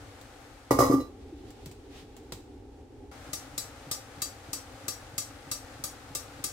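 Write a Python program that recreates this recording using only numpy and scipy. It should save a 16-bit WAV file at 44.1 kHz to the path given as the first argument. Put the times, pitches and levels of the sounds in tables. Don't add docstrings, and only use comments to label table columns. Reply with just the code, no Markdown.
import sys
import numpy as np
from scipy import signal
from scipy.fft import rfft, irfft
from scipy.io import wavfile
from scipy.ndimage import uniform_filter1d

SR = 44100
rng = np.random.default_rng(int(sys.argv[2]) if len(sys.argv) > 2 else 0)


def transcribe(signal):
    frames = np.atleast_2d(signal).T
    limited = np.clip(frames, -1, 1)
    pcm = np.round(limited * 32767).astype(np.int16)
    wavfile.write(sys.argv[1], SR, pcm)


N = 287532
T = np.arange(N) / SR
RING = T[:int(.7 * SR)]
LID_ON_S, SWITCH_S = .72, 3.114

# (pitch [Hz], level [dB], time to fade by 60 dB [s], left minus right [dB])
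LID_MODES = [(113, -10, .36, 1), (131, -14, .18, 1), (269, 1, .23, -1), (293, -4, .14, -1),
             (338, -8, .1, 0), (380, -3, .14, 0), (411, -6, .14, 0), (472, -8, .16, -4), (500, -4, .26, 0),
             (556, -10, .26, 4), (570, -10, .22, 4), (692, -11, .22, 7), (816, -13, .2, 4),
             (845, -12, .2, 4), (976, -17, .15, 0), (1075, -13, .19, -1), (1126, -12, .23, -4),
             (1187, -8.5, .37, -7), (1300, -19, .09, -3), (1945, -25, .3, -6), (2186, -35, .35, -3),
             (2864, -33, .52, 0), (3830, -36, .4, 0), (4020, -33, .42, 0), (5070, -22, .26, 0),
             (5115, -24, .18, 0), (5540, -32, .25, 0), (6060, -27, .3, 0), (6525, -25, .25, 0),
             (8350, -32, .25, 0)]
# (time [s], level [dB], hardness [dB]); bare steel is above 0, cushioned contact far below
LID_BLOWS = [(.7075, -22.5, 0.5), (.788, -24.5, 3), (.804, -30.5, 12.5), (.822, -33, 12),
             (.834, -41.5, 19.5), (.897, -21, -44), (.910, -31, 0), (.923, -42, 12), (.937, -25.5, -64),
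             (1.002, -36, -9.5)]
# (frequency [Hz], level [dB])
SCRAPE_COLOUR = [(300, -7), (600, 10), (1200, 11), (1600, -4.5), (2500, -11), (3500, -9.5), (5000, -6),
                 (6500, -2), (9000, -7), (12000, -5.5), (16000, -8)]
# (pitch [Hz], level [dB], time to fade by 60 dB [s], left minus right [dB])
TONG_MODES = [(1190, -5, .11, -2), (1250, -6, .1, -2), (2080, -9, .07, 0), (2680, -11, .12, 0),
              (3250, -13, .1, 0), (3359, -14, .17, 0), (3890, -8, .08, 0), (4012, -9, .13, 0),
              (4715, -4, .16, 0), (4768, -8, .15, 0), (4822, -9, .15, 0), (5265, -6, .11, 0),
              (5305, -7, .13, 0), (5655, -5, .21, 0), (5691, -6, .2, 0), (5818, -10, .19, 0),
              (6188, -5, .14, 0), (6654, -5, .16, 0), (6720, -2, .19, 0), (7773, 2, .16, 2),
              (7975, -5, .12, 2), (8140, -5, .14, 2), (8412, -8, .13, 2), (8700, -5, .12, 2),
              (8760, -6, .12, 2), (8942, -4, .23, 2), (9760, -6, .12, 2), (9850, -6, .12, 2),
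              (10175, -7, .18, 2), (11480, -8, .16, 2), (12860, -8, .15, 2)]
# (time [s], level [dB])
CLACKS = [(3.3318, -22), (3.5788, -21), (3.913, -19.5), (4.2191, -19.5), (4.5309, -21.5), (4.8819, -20),
          (5.1799, -19), (5.5142, -20), (5.8388, -21.5), (6.1503, -21), (6.4399, -19.5)]
# (frequency [Hz], level [dB])
CRACK_COLOUR = [(300, -3), (1500, -14.5), (3200, -10), (4600, -4), (8200, 0), (9300, -8.5), (12500, -4),
                (16000, -7.5)]
# (time [s], level [dB])
TICKS = [(.213, -52), (1.505, -53.5), (1.659, -44.5), (1.714, -52), (2.166, -50.5), (2.322, -37.5)]
# (frequency [Hz], level [dB])
TICK_COLOUR = [(200, 17), (700, 11), (1500, 2.5), (4000, 4), (6600, 2), (7700, 6.5), (9500, -2.5),
               (16000, -2.5)]
# (time [s], level [dB], pitch they sink towards [Hz])
BUMPS = [(1.322, -33.5, 272), (1.659, -38, 100), (2.023, -46.5, 98), (2.323, -39.5, 89)]
# (frequency [Hz], level [dB])
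OPEN_COLOUR = [(25, -1.5), (60, 2), (110, 5.5), (185, -16.5), (280, 3.5), (370, -11.5), (520, -0.5),
               (640, -9), (800, -2), (970, -12.5), (1300, -8.5), (3000, -19), (8000, -24), (16000, -37)]
# (frequency [Hz], level [dB])
COVERED_COLOUR = [(25, -7), (60, 3), (110, -3.5), (175, -24), (285, 1), (335, -10), (390, -3), (500, -13),
                  (630, -24.5), (820, -13.5), (1000, -30), (3000, -37.5), (8000, -44), (16000, -58)]
# (middle [s], level [dB], half length [s])
BRUSHES = [(1.547, -62.5, 0.38), (1.978, -56.5, 0.059), (2.198, -67.5, 0.34)]


def lid():
    out = np.zeros((2, N))
    shimmer = overtones(SCRAPE_COLOUR, count=80) * fade(0.24)
    for s, db, hardness_db in LID_BLOWS:
        add(out, s, undb(db) * lid_blow(s, hardness_db, shimmer))
    add(out, 1.003, undb(-17) * lid_ting())
    add(out, .936, undb(-22) * thump(244, 0.14, bend=.45))

    seated_s, damping_db_per_s = 0.983, 70
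    return kitchen(out, wet_db=-6.5, t60=0.46) * undb(-damping_db_per_s * since(seated_s))


def lid_blow(s, hardness_db, shimmer):
    clang_db = -1.5 + hardness_db
    ring_db = 6.5 + 0.6 * hardness_db
    treble_db = -1.5 + 0.6 * hardness_db
    tone = [(110, -1), (280, -1.3), (400, 2 + hardness_db / 12), (550, 0.5 + hardness_db / 4),
            (1100, clang_db), (2000, ring_db), (4000, treble_db)]

    first_thud, settle_s = 1.3, 0.25
    thud = first_thud * np.exp(-(s - LID_BLOWS[0][0]) / settle_s)
    body = ring(LID_MODES, tone, scatter_db=4, detune=0.0011, stagger=1.376)
    body = body * (1 + thud * fade(0.045))

    scrape = noise(SCRAPE_COLOUR, len(RING)) * fade(0.16)
    scrape = scrape * grains(rate=520, spread_db=4.5, size=len(RING))
    bright = undb(-3.0) * scrape + undb(-13.5) * shimmer
    return body + undb(treble_db) * bright


def lid_ting():
    tone = [(1200, -43), (2800, -6), (4000, 5), (5000, -16), (8000, -21)]
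    steel = ring(LID_MODES, tone, scatter_db=3, detune=0.0016, stagger=1.39)
    return steel * fade(0.45)


def tongs():
    steel, grip = np.zeros((2, N)), np.zeros((2, N))
    shimmer = overtones(CRACK_COLOUR, count=130) * fade(0.11)
    second_tip_lag_s, second_tip_db = .0032, -2
    for s, db in CLACKS:
        add(steel, s, undb(db) * tong_tip(shimmer))
        add(steel, s + second_tip_lag_s, undb(db + second_tip_db) * tong_tip(shimmer))

        squeeze_hz = 105 * np.exp(0.081 * rng.standard_normal())
        squeeze = undb(-37.5) * thump(squeeze_hz, 0.072, bend=0.42) + undb(-42.0) * thump(280, 0.12)
        add(grip, s - .044, squeeze)
        add(grip, s, undb(db - 20.5) * thump(290, 0.075) + undb(db - 17.0) * thump(131, 0.05))
    return kitchen(pan(steel, left_db=4.0), wet_db=-4.0, t60=0.24) + grip


def tong_tip(shimmer):
    tone = [(1200, -1.1), (2500, 2.5), (6000, -1), (14000, 2)]
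    arms = ring(TONG_MODES, tone, scatter_db=3.0, detune=0.00062, stagger=2.483)
    arms = arms * (1 + 0.58 * fade(0.14))
    crack = noise(CRACK_COLOUR, len(RING)) * fade(0.035)
    return undb(-24.5) * arms + undb(-17.0) * shimmer + undb(-6.5) * crack


def knocks():
    out = np.zeros((2, N))
    for s, db in TICKS:
        tick_fade = fade(0.024) + undb(-0.5) * fade(0.11)
        add(out, s, undb(db) * noise(TICK_COLOUR, len(RING)) * tick_fade)
    for s, db, hz in BUMPS:
        add(out, s, undb(db) * thump(hz, 0.18, bend=140 / hz))
    return kitchen(out, wet_db=-8.0, t60=0.35)


def sizzle():
    open_db, shaded_db, later_db = -49, -4, -47.5
    leak_db, seal_s, seal_db_per_s = -64, 2.47, 90
    lowering_s = 0.8
    lowered = since(LID_ON_S - lowering_s) / lowering_s
    before_db = open_db + shaded_db * lowered ** 2
    covered_db = leak_db - seal_db_per_s * since(seal_s)
    level_db = np.select([T < LID_ON_S, T < SWITCH_S], [before_db, covered_db], later_db)

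    hiss = noise(OPEN_COLOUR, N) * undb(0.7 * walk(13))
    prickle = noise([(500, -20), (1600, -9), (4000, -3), (16000, -53)], N)
    prickle = prickle * grains(rate=370, spread_db=6, size=N)
    return pan(hiss + undb(-18.5) * prickle, left_db=2.5) * undb(level_db)


def murmur():
    open_db, under_lid_db, later_db = -56, -48, -61.5
    boom_db, calm_s = 10.5, 0.24
    covered_db = under_lid_db + boom_db * np.exp(-since(LID_ON_S) / calm_s)
    level_db = np.select([T < LID_ON_S, T < SWITCH_S], [open_db, covered_db], later_db)
    return noise(COVERED_COLOUR, N) * undb(1.3 * walk(12)) * undb(level_db)


def rustle():
    strokes = sum(undb(db) * np.exp(-((T - s) / half_s) ** 2) for s, db, half_s in BRUSHES)
    cloth = noise([(500, -1), (1500, -5.5), (3500, -4), (7000, -13), (16000, -26.0)], N)
    return cloth * strokes * undb(2 * walk(29.9))


def ring(modes, tone, scatter_db, detune, stagger):
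    out = 0
    chances = rng.standard_normal((len(modes), 3))
    for k, ((hz, db, t60, left_db), (size, turn, shift)) in enumerate(zip(modes, chances)):
        phase = np.array([[1], [-1]]) * turn * apart(hz) - k * stagger
        wave = np.cos(2 * np.pi * hz * (1 + detune * shift) * RING + phase) * fade(t60)
        out = out + pan(wave, left_db) * undb(db + scatter_db * size) * colour(tone, hz)
    return out * (1 - fade(0.0027)) ** 2


def overtones(points, count):
    hz = np.linspace(3500, 16000, count) + rng.normal(0, 50, count)
    size = colour(points, hz) * undb(5.9 * rng.standard_normal(count))
    phase = rng.uniform(0, 2 * np.pi, (count, 2, 1))
    x = sum(a * np.sin(2 * np.pi * f * RING + p) for f, a, p in zip(hz, size, phase))
    return x / x.std()


def thump(hz, t60, bend=.0):
    turns = np.cumsum(hz * (1 + bend * fade(0.082))) / SR
    swell_and_fade = fade(t60) - fade(t60 / 8)
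    return np.tile(np.sin(2 * np.pi * turns) * swell_and_fade, (2, 1))


def grains(rate, spread_db, size):
    strength = undb(spread_db * np.minimum(rng.exponential(size=size), 4))
    hits = (rng.random(size) < rate / SR) * strength
    envelope = signal.lfilter([1], [1, -np.exp(-1 / (0.0032 * SR))], hits)
    return envelope / np.sqrt(np.mean(envelope ** 2))


def noise(points, size):
    hz = np.arange(size // 2 + 1) * SR / size
    mid, side = rfft(rng.standard_normal((2, size)))
    both_ears = mid + np.outer([1, -1], apart(hz)) * side
    x = irfft(both_ears * colour(points, hz), size)
    return x / x.std()


def kitchen(x, wet_db, t60):
    tail = noise([(100, 7.3), (7000, 5.0), (16000, 0.5)], len(RING))
    tail = tail * fade(t60) * (RING > .003)
    tail /= np.sqrt(np.sum(tail ** 2) / 2)
    return x + undb(wet_db) * signal.fftconvolve(x, tail, axes=1)[:, :N]


def walk(rate):
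    k = int(SR / rate)
    steps = np.repeat(rng.standard_normal(N // k + 1), k)
    return uniform_filter1d(steps, k)[:N]


def colour(points, hz):
    f, db = np.transpose(points)
    return undb(np.interp(np.log(np.maximum(hz, 1)), np.log(f), db))


def apart(hz, corner_hz=1400):
    return hz / np.hypot(hz, corner_hz)


def pan(x, left_db):
    return x * undb(np.array([[left_db], [-left_db]]) / 2)


def fade(t60):
    return np.exp(-np.log(1000) * RING / max(t60, 1e-3))


def undb(db):
    return 10 ** (np.asarray(db) / 20)


def since(s):
    return np.maximum(T - s, 0)


def add(out, s, x):
    i = int(s * SR)
    out[:, i:i + x.shape[1]] += x[:, :N - i]


def scene():
    return lid() + tongs() + knocks() + sizzle() + murmur() + rustle()


def record(dry):
    bass_cut = signal.butter(2, 28, "high", fs=SR, output="sos")
    top_cut = signal.ellip(10, .2, 70, 15750, fs=SR, output="sos")
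    return signal.sosfilt(top_cut, signal.sosfilt(bass_cut, dry))


dry = scene()
out = record(dry)
transcribe(out)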